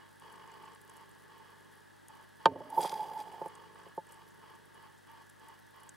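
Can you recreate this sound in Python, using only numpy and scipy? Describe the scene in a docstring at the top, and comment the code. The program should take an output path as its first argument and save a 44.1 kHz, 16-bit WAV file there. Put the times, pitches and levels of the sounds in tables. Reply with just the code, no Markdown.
"""Fish knock against an underwater camera rig as they feed at its bait pole on the seabed.
One sharp impact and several soft bumps excite the damped modes of the housing; the pole rattles
in its clamp, chatters by stick-slip friction and scrapes over grit. Inside the housing the mains
hums and a small stepping motor whirrs in bursts; faint ticks come from the water."""
import sys
import numpy as np
from scipy import signal
from scipy.fft import rfft, irfft
from scipy.io import wavfile

SR = 44100
rng = np.random.default_rng(int(sys.argv[2]) if len(sys.argv) > 2 else 0)


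def int16_out(signal):
    """Quantize to a 16-bit WAV file."""
    q = np.round(np.clip(np.atleast_2d(signal).T, -1, 1) * 32767)
    wavfile.write(sys.argv[1], SR, q.astype(np.int16))


N = 262830
TIME, FREQ = np.arange(N) / SR, np.fft.rfftfreq(N, 1 / SR)

# blows on the rig: t/s, strength/dB, contact cutoff f/Hz, boost of the main mode/dB
KNOCKS = [(2.4565, -8, 14000, 0.5), (2.5125, -32.5, 700, -16), (2.5565, -26.5, 640, -2),
          (2.603, -30.5, 700, 1), (2.7740, -25.5, 785, 0.5), (2.7878, -21.5, 640, 1.5),
          (2.8455, -26, 1070, 2), (2.9245, -33.5, 1090, -7), (3.1119, -42, 1000, -2),
          (3.413, -27.5, 810, 2.5), (3.4570, -32, 770, 5), (3.6140, -56, 2000, -10),
          (3.8620, -43.5, 755, -4), (3.9760, -27, 788, 2.5), (5.8925, -75, 1900, -9)]
HARDEST_KNOCK_S = max(KNOCKS, key=lambda knock: knock[1])[0]
# course of the pole's drag: t/s, pressure level/dB, grit level/dB
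DRAG = [(2.69, -48.5, -74.5), (2.76, -40.5, -62.5), (2.835, -32, -40.5), (2.91, -44.5, -49.5),
        (3.0, -40, -53.5), (3.135, -45, -67), (3.208, -42, -52), (3.235, -48.5, -69), (3.4, -49.5, -71),
        (3.48, -42.5, -79)]


def amp(db):
    """Amplitude ratio of a level."""
    return 10 ** (np.asarray(db) / 20)


def unit(x):
    """Normalisation to unit rms."""
    return x / np.sqrt(np.mean(x ** 2) + 1e-20)


def pan(db):
    """Left and right gains for a level difference."""
    return amp([[db / 2], [-db / 2]])


def curve_at(points, hz):
    """Interpolation along a logarithmic frequency axis."""
    f, value = np.transpose(points)
    return np.interp(np.log(hz + 1), np.log(f + 1), value)


def add(mix, s, sound):
    """Superposition of a sound on the mix from time s."""
    part = mix[:, max(round(s * SR), 0):][:, :sound.shape[-1]]
    part += sound[..., :part.shape[1]]


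def drag_envelope(column):
    """Amplitude envelope from one level column of the drag, silent outside it."""
    rows = np.array(DRAG)
    return amp(np.interp(TIME, rows[:, 0], rows[:, column], left=-120, right=-120))


def colour(x, spectrum):
    """Spectral shaping, normalised to unit rms."""
    return unit(irfft(rfft(x) * amp(curve_at(spectrum, FREQ)), N))


def noise_pair(correlation):
    """Two channels of partially correlated white noise."""
    a, b = rfft(rng.standard_normal((2, N)))
    correlation = np.clip(correlation, -1, 1)
    return irfft(np.array([a, correlation * a + np.sqrt(1 - correlation ** 2) * b]), N)


def flicker(per_s, depth_db):
    """Random amplitude modulation."""
    knots = rng.standard_normal(N // 8)
    return amp(depth_db * np.interp(TIME * per_s, np.arange(len(knots)), knots))


def shot_envelope(per_s, t60, samples):
    """Poisson process: impulses of random size, each decaying exponentially."""
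    impulses = (rng.random(N) < per_s / SR) * np.minimum(rng.exponential(1, N), 3)
    return signal.oaconvolve(impulses, amp(-60 * TIME[:samples] / t60))[:N]


def snap(db, centre_hz, t60, octaves):
    """A transient of band-limited noise with exponential decay."""
    t = TIME[:4096]
    hz = np.fft.rfftfreq(len(t), 1 / SR)
    wall = amp(curve_at([(10500, -1.5), (13000, -8), (16000, -13)], hz))  # the housing dulls the top
    band = wall / (1 + (np.log2((hz + 1) / centre_hz) / octaves) ** 2)
    mid, side = rng.standard_normal((2, len(t)))
    noise = mid + 0.24 * np.array([side, -side])
    return amp(db - 60 * t / t60) * unit(irfft(rfft(noise) * band))


def electronics(mains_hz=50, hiss_db=-59):
    """A harmonic series on the mains frequency, with thin pure tones and steady broadband noise."""
    # mains hum: harmonic number, rms level/dB, left-right difference/dB
    harmonics = [(1, -88, -9), (2, -75, -6), (3, -80.5, -13.5), (4, -82, -7.5), (5, -84, 6),
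                 (6, -89.5, -21.5), (7, -80.5, 1), (8, -89.5, 2), (9, -94, 3), (12, -95.5, 31)]
    # whines: f/Hz, rms level/dB
    tones = [(7800, -90), (7827, -91), (14060, -97), (15620, -100)]
    # hiss: f/Hz, relative level/dB
    hiss_spectrum = [(25, -27), (120, 6.5), (400, 5), (720, -4), (900, 6), (1000, -3.5), (1400, -4),
                     (1600, 1), (1690, 7.5), (1790, -1), (1950, -1.5), (2250, -15.5), (3150, -11),
                     (3280, -8), (3420, -12), (7500, -20), (10400, -17), (12500, -23.5), (15800, -21)]
    # stereo image of the hiss: f/Hz, left-right likeness
    hiss_likeness = [(40, -1.03), (130, -0.92), (290, -0.97), (640, -0.71), (1500, 0.8), (7000, 0.84),
                     (10000, 0.68), (12500, 0.17)]
    hum = sum(pan(lr) * amp(db) * np.cos(2 * np.pi * k * mains_hz * TIME) for k, db, lr in harmonics)
    whine = sum(amp(db) * np.sin(2 * np.pi * (hz * TIME + rng.random())) for hz, db in tones)
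    hiss = colour(noise_pair(curve_at(hiss_likeness, FREQ)), hiss_spectrum)
    return np.sqrt(2) * (hum + whine) + amp(hiss_db) * hiss


def motor_envelope(spells, spin_up_s=0.021, coast_s=0.034, sag_db_per_s=0.63):
    """Inertia: the motor takes time to spin up and coast down; its level sags slowly in between."""
    gain = np.zeros(N)
    for start, end, db in spells:
        age = np.maximum(TIME - start, 0)
        rise = np.minimum(age / spin_up_s, 1)
        coast = np.exp(-np.maximum(TIME - end, 0) / coast_s)
        gain = np.maximum(gain, amp(db - sag_db_per_s * age) * rise * coast)
    return gain


def motor(steps_per_s=25, hunt_from_s=3.745, hunt_every_s=0.33, hunt_length_s=0.15, idle_db=-74):
    """Structure-borne sound: a stepping motor whirrs through the housing; under load each step taps."""
    # long runs: start t/s, end t/s, level/dB
    runs = [(-.05, .07, -58.5), (.205, .742, -54.5), (.875, 1.03, -56.5), (1.28, 1.53, -58),
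            (2.08, 2.23, -57), (2.385, 3.66, -55)]
    # spells under load: first tap t/s, end t/s, level/dB
    loaded_spells = [(0.2078, 0.737, -56.5), (0.767, 1.808, -60.5), (2.4283, 3.893, -55), (4.026, 4.8, -61)]
    # whirr: f/Hz, relative level/dB
    whirr_spectrum = [(200, -26), (330, -19.5), (420, -11), (520, -16.5), (700, -16.5), (800, -15),
                      (900, 4), (985, -12), (1090, -0.5), (1200, -8.5), (1370, -18.5), (1700, -15),
                      (2550, -23.5), (2830, -24.5), (2930, -10), (3060, -21.5), (3190, -18.5),
                      (3300, -14.5), (3450, -32), (3750, -37.5), (4700, -24), (6000, -37.5), (8000, -42.5)]
    # modes struck by a step: f/Hz, relative level/dB, t60/s
    step_modes = [(166.7, -9.5, 0.17), (414, -0.5, .035), (427, 0.5, 0.037), (880, -12.5, 0.019),
                  (1052, -5, 0.023), (1730, -14, .05), (3000, -34.5, 0.0453)]
    # after the long runs it hunts to and fro in even bursts
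    hunts = [(s, s + hunt_length_s, -57) for s in np.arange(hunt_from_s, N / SR, hunt_every_s)]
    running, load = motor_envelope(list(runs) + hunts), motor_envelope(loaded_spells)
    effort = np.sqrt(running ** 2 + (amp(-5) * load) ** 2 + amp(idle_db) ** 2)
    throb_depth = 0.072 + 0.39 * np.minimum(load / amp(-56), 1) ** 2
    ratchet = 1 + throb_depth * np.cos(2 * np.pi * 2 * steps_per_s * TIME)
    roughness = flicker(per_s=300, depth_db=2)
    whirr = colour(noise_pair(0.69) * ratchet * roughness, whirr_spectrum) * effort
    taps, t = np.zeros((2, N)), TIME[:SR // 12]
    rings = np.array([amp(db - 60 * t / t60) * np.sin(2 * np.pi * hz * t) for hz, db, t60 in step_modes])
    rings *= np.minimum(t / 0.0018, 1)
    for start, end, _ in loaded_spells:
        scatter_db = 2 * rng.standard_normal((N * steps_per_s // SR, len(rings)))
        for s, mode_db in zip(np.arange(start, end, 1 / steps_per_s), scatter_db):
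            add(taps, s, amp(mode_db) @ rings)
    # driven hard, it kicks back halfway between steps and the taps merge into a rasp
    kick = np.minimum(load / amp(-54), 1) ** 2
    taps -= kick * np.roll(taps, SR // (2 * steps_per_s), axis=1)
    return pan(-1.6) * (amp(-1.5) * whirr + amp(-1) * taps * load)


def ticks(t60=0.02, gain_db=-8, stray_db=-56, far_db=-78):
    """Impulsive noise from grit and water: bright single ticks over a faint, distant crackle."""
    # clearest ticks: t/s, relative level/dB, centre f/Hz
    clear_ticks = [(.198, -48.5, 9550), (0.326, -47, 10000), (0.748, -45.5, 8850), (0.815, -44.5, 10500),
                   (.8965, -44, 9200), (0.9675, -47, 10600), (1.112, -51, 8500), (2.0833, -40, 9900),
                   (2.7017, -40.5, 9600), (2.815, -31, 9000), (2.8356, -30, 7100), (2.895, -33, 4570),
                   (3.46, -47, 9900), (3.484, -48.5, 10200), (3.553, -45, 8170), (4.0686, -51, 9450),
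                   (4.122, -41.5, 10400), (4.1425, -47.5, 9900), (5.298, -44.5, 10200),
                   (5.4845, -45.5, 10500), (5.8337, -46.5, 10200), (5.892, -36, 7950)]
    # swells of the crackle: centre t/s, half-width/s, boost/dB
    swells = [(0.998, 0.11, 7), (4.14, 0.055, 6), (5.466, 0.15, 5.5)]
    # crackle: f/Hz, relative level/dB
    far_spectrum = [(2000, -20), (5000, -5), (8000, -4), (10000, 0), (12000, -4), (15000, -10)]
    out = np.zeros((2, N))
    for s, db, centre_hz in clear_ticks:
        add(out, s, snap(db + gain_db, centre_hz, t60, octaves=0.42))
    for when, size, pitch in rng.random((45, 3)):
        db = stray_db + gain_db - 3 * np.log(size + 0.1)
        add(out, when * N / SR, snap(db, 7000 + 6500 * pitch, t60, octaves=0.24))
    far = shot_envelope(per_s=90, t60=0.025, samples=4096) * noise_pair(0.81)
    far *= amp(sum(db * np.exp(-((TIME - s) / half_s) ** 2) for s, half_s, db in swells))
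    return out + amp(far_db) * colour(far, far_spectrum)


def knocks(rise_s=0.0016, max_cycles=70, echo_s=0.005505, echo_db=-7, echo_hz=1300):
    """Modal ringing: each blow excites the housing, and a soft contact acts as a low-pass filter."""
    # housing modes: f/Hz, relative level/dB, t60/s before water damping, left-right difference/dB
    modes = [(108, -26, 0.0413, -16), (174.8, -25.5, 0.086, -12.5), (365, -5.5, .024, 3),
             (455, -7.5, 0.053, -7.5), (560, -5, 0.041, 3), (700, -12, 0.044, -3), (901, 1.5, 0.058, -2),
             (1035, -13, 0.035, -29), (1196, 0, 0.026, 3), (1547, -12, 0.052, -9), (1800, -8, 0.018, 3.5),
             (2350, -17, 0.053, 1.5), (3020, -24.5, 0.057, -1), (3287, -11, 0.028, -0.5),
             (3430, -25, .02, 8), (3800, -23.5, 0.029, -11), (4510, -9.5, 0.036, 1), (5800, -49, .018, 1.5),
             (7300, -17, 0.033, 4), (7950, -25, 0.018, 8)]
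    out, t = np.zeros((2, N)), TIME[:SR // 8]
    main = np.argmax([mode[1] for mode in modes])
    attack = 1 - np.exp(-t / rise_s)
    for s, strength_db, cutoff_hz, boost_db in KNOCKS:
        # a soft body stays in contact and loads the housing, which lowers its pitch
        detune = np.interp(cutoff_hz, [700, 2500], [0.97, 1])
        ring = 0
        for k, (hz, db, t60, lr) in enumerate(modes):
            t60 = min(t60, max_cycles / hz)  # the water damps the high modes
            swing = (-1) ** k * np.sin(2 * np.pi * hz * detune * t) * attack
            ring = ring + pan(lr) * amp(db + boost_db * (k == main) - 60 * t / t60) * swing
        contact = signal.butter(4, cutoff_hz, fs=SR, output="sos")
        add(out, s, amp(strength_db) * signal.sosfilt(contact, ring))
    # the blow runs along the frame and is reflected back duller
    add(out, echo_s, amp(echo_db) * signal.lfilter(*signal.butter(1, echo_hz, fs=SR), out))
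    return signal.sosfilt(signal.butter(3, 115, "high", fs=SR, output="sos"), out)


def crack(gain_db=-8):
    """A brief contact has a wide spectrum: the hardest knock starts with a bright crack."""
    # noise bands of the crack: relative level/dB, centre f/Hz, t60/s
    bands = [(-20, 3070, 0.038), (-33.5, 9000, 0.0099)]
    out = np.zeros((2, N))
    for db, centre_hz, t60 in bands:
        add(out, HARDEST_KNOCK_S, snap(db + gain_db, centre_hz, t60, octaves=0.34))
    return out


def pole_rattle(jolts_per_s=60):
    """Bending vibration: the hardest knock leaves the pole rattling low and unevenly in its clamp."""
    # bending modes of the pole: f/Hz, level/dB, t60/s
    modes = [(113, -46.5, 0.63), (268, -40, 0.67), (429, -40, 0.55), (605, -39.5, 0.77), (710, -46, .4)]
    t = np.maximum(TIME - HARDEST_KNOCK_S, 0)
    ring = 0
    for hz, db, t60 in modes:
        # every jolt in the clamp changes the amplitude and phase of the swing
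        jolts = rng.standard_normal((1000, 2)) @ [1, 1j]
        swing = np.interp(t * jolts_per_s, np.arange(len(jolts)), jolts)
        ring = ring + amp(db - 60 * t / t60) * (swing * np.exp(2j * np.pi * hz * t)).real
    return pan(-4.5) * ring * np.minimum(t / 0.01, 1)


def pole_scrape(rub_db=-8.5, grit_db=-2, fizz_db=-12, fizz_lead_s=0.049):
    """Sliding friction: the pole rubs dully on the frame and crunches grit; fine sand shifts first."""
    # rubbing on the frame: f/Hz, relative level/dB
    rub_spectrum = [(60, -49), (170, -20.5), (260, -24.5), (420, -11.5), (560, -16.5), (720, -10),
                    (870, -6.5), (1020, -25), (1400, -93), (2500, -44)]
    # crunching grains: f/Hz, relative level/dB
    grit_spectrum = [(300, -23), (1400, 6), (2400, 4), (3100, -2), (3280, 16), (3480, 4), (4600, -1),
                     (4790, 15.5), (5000, 3), (7000, -3.5), (11000, 0), (12500, -5.5), (15800, -15)]
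    # fine sand: f/Hz, relative level/dB
    fizz_spectrum = [(5000, -40), (9000, -7), (11500, 1.5), (14000, -3), (15800, -14)]
    pressure, sliding = drag_envelope(column=1), drag_envelope(column=2)
    rub = colour(noise_pair(0.96) * flicker(per_s=120, depth_db=3), rub_spectrum) * pressure
    crunch = 0.57 + shot_envelope(per_s=300, t60=0.015, samples=SR // 20)
    correlation = curve_at([(4000, 0.91), (10000, 1.0), (13000, 0.18)], FREQ)
    grit = colour(noise_pair(correlation) * crunch, grit_spectrum) * sliding
    fizz = colour(noise_pair(0.3), fizz_spectrum) * np.interp(TIME + fizz_lead_s, TIME, sliding)
    return amp(rub_db) * pan(-5.5) * rub + pan(1) * (amp(grit_db) * grit + amp(fizz_db) * fizz)


def pole_chatter(mode_hz=879, waver=0.026, gap_s=0.021, small_length_s=0.026):
    """Stick-slip: each slip briefly pumps the main mode; the small slips follow the pressure."""
    # loudest slips: start t/s, peak level/dB, duration/s
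    loud_slips = [(2.724, -34.5, 0.012), (2.773, -16.5, .02), (2.851, -27.5, 0.016), (2.926, -33, .024),
                  (2.951, -34, 0.02), (2.993, -27.5, 0.032), (3.155, -37.5, 0.031), (3.182, -37.5, 0.039)]
    out, pressure = np.zeros((2, N)), drag_envelope(column=1)
    times = np.arange(2.69, 3.48, gap_s)
    jitter, scatter = rng.standard_normal((len(times), 2)).T
    small_slips = []
    for s, offset_db in zip(times + 0.1483 * gap_s * jitter, 1 + 2 * scatter):
        db = 20 * np.log10(pressure[round(s * SR)]) + offset_db
        small_slips.append((s - small_length_s / 2, db, small_length_s))
    for s, db, length in small_slips + list(loud_slips):
        t = np.arange(0, length, 1 / SR)
        drift = np.interp(t, np.linspace(0, length, 5), rng.standard_normal(5))
        phase = 2 * np.pi * np.cumsum(mode_hz * (1 + waver * drift)) / SR
        add(out, s, amp(db) * np.sin(np.pi * t / length) * np.sin(phase))
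    return pan(-3) * out


def scene():
    """Superposition of the impacts, the friction and the background of water and machinery."""
    impacts = knocks() + crack() + pole_rattle()
    friction = pole_chatter() + pole_scrape()
    return impacts + friction + ticks() + motor() + electronics()


def record(dry, threshold_db=-22, squeeze=0.42, recover_db_per_s=35, edge_hz=15850):
    """Compression: the gain ducks after a loud blow and recovers; a low-pass filter limits the band."""
    power = signal.lfilter(*signal.butter(1, 40, fs=SR), (dry ** 2).mean(0))
    level_db = 10 * np.log10(abs(power) + 1e-12)
    release_db = TIME * recover_db_per_s
    held_db = np.maximum.accumulate(level_db + release_db) - release_db
    over_db = np.maximum(held_db - threshold_db, 0)
    lowpass = signal.firwin(511, edge_hz, window=("kaiser", 9), fs=SR)
    return signal.oaconvolve(dry * amp(-squeeze * over_db), lowpass[None], "same")


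dry = scene()
out = record(dry)
int16_out(out)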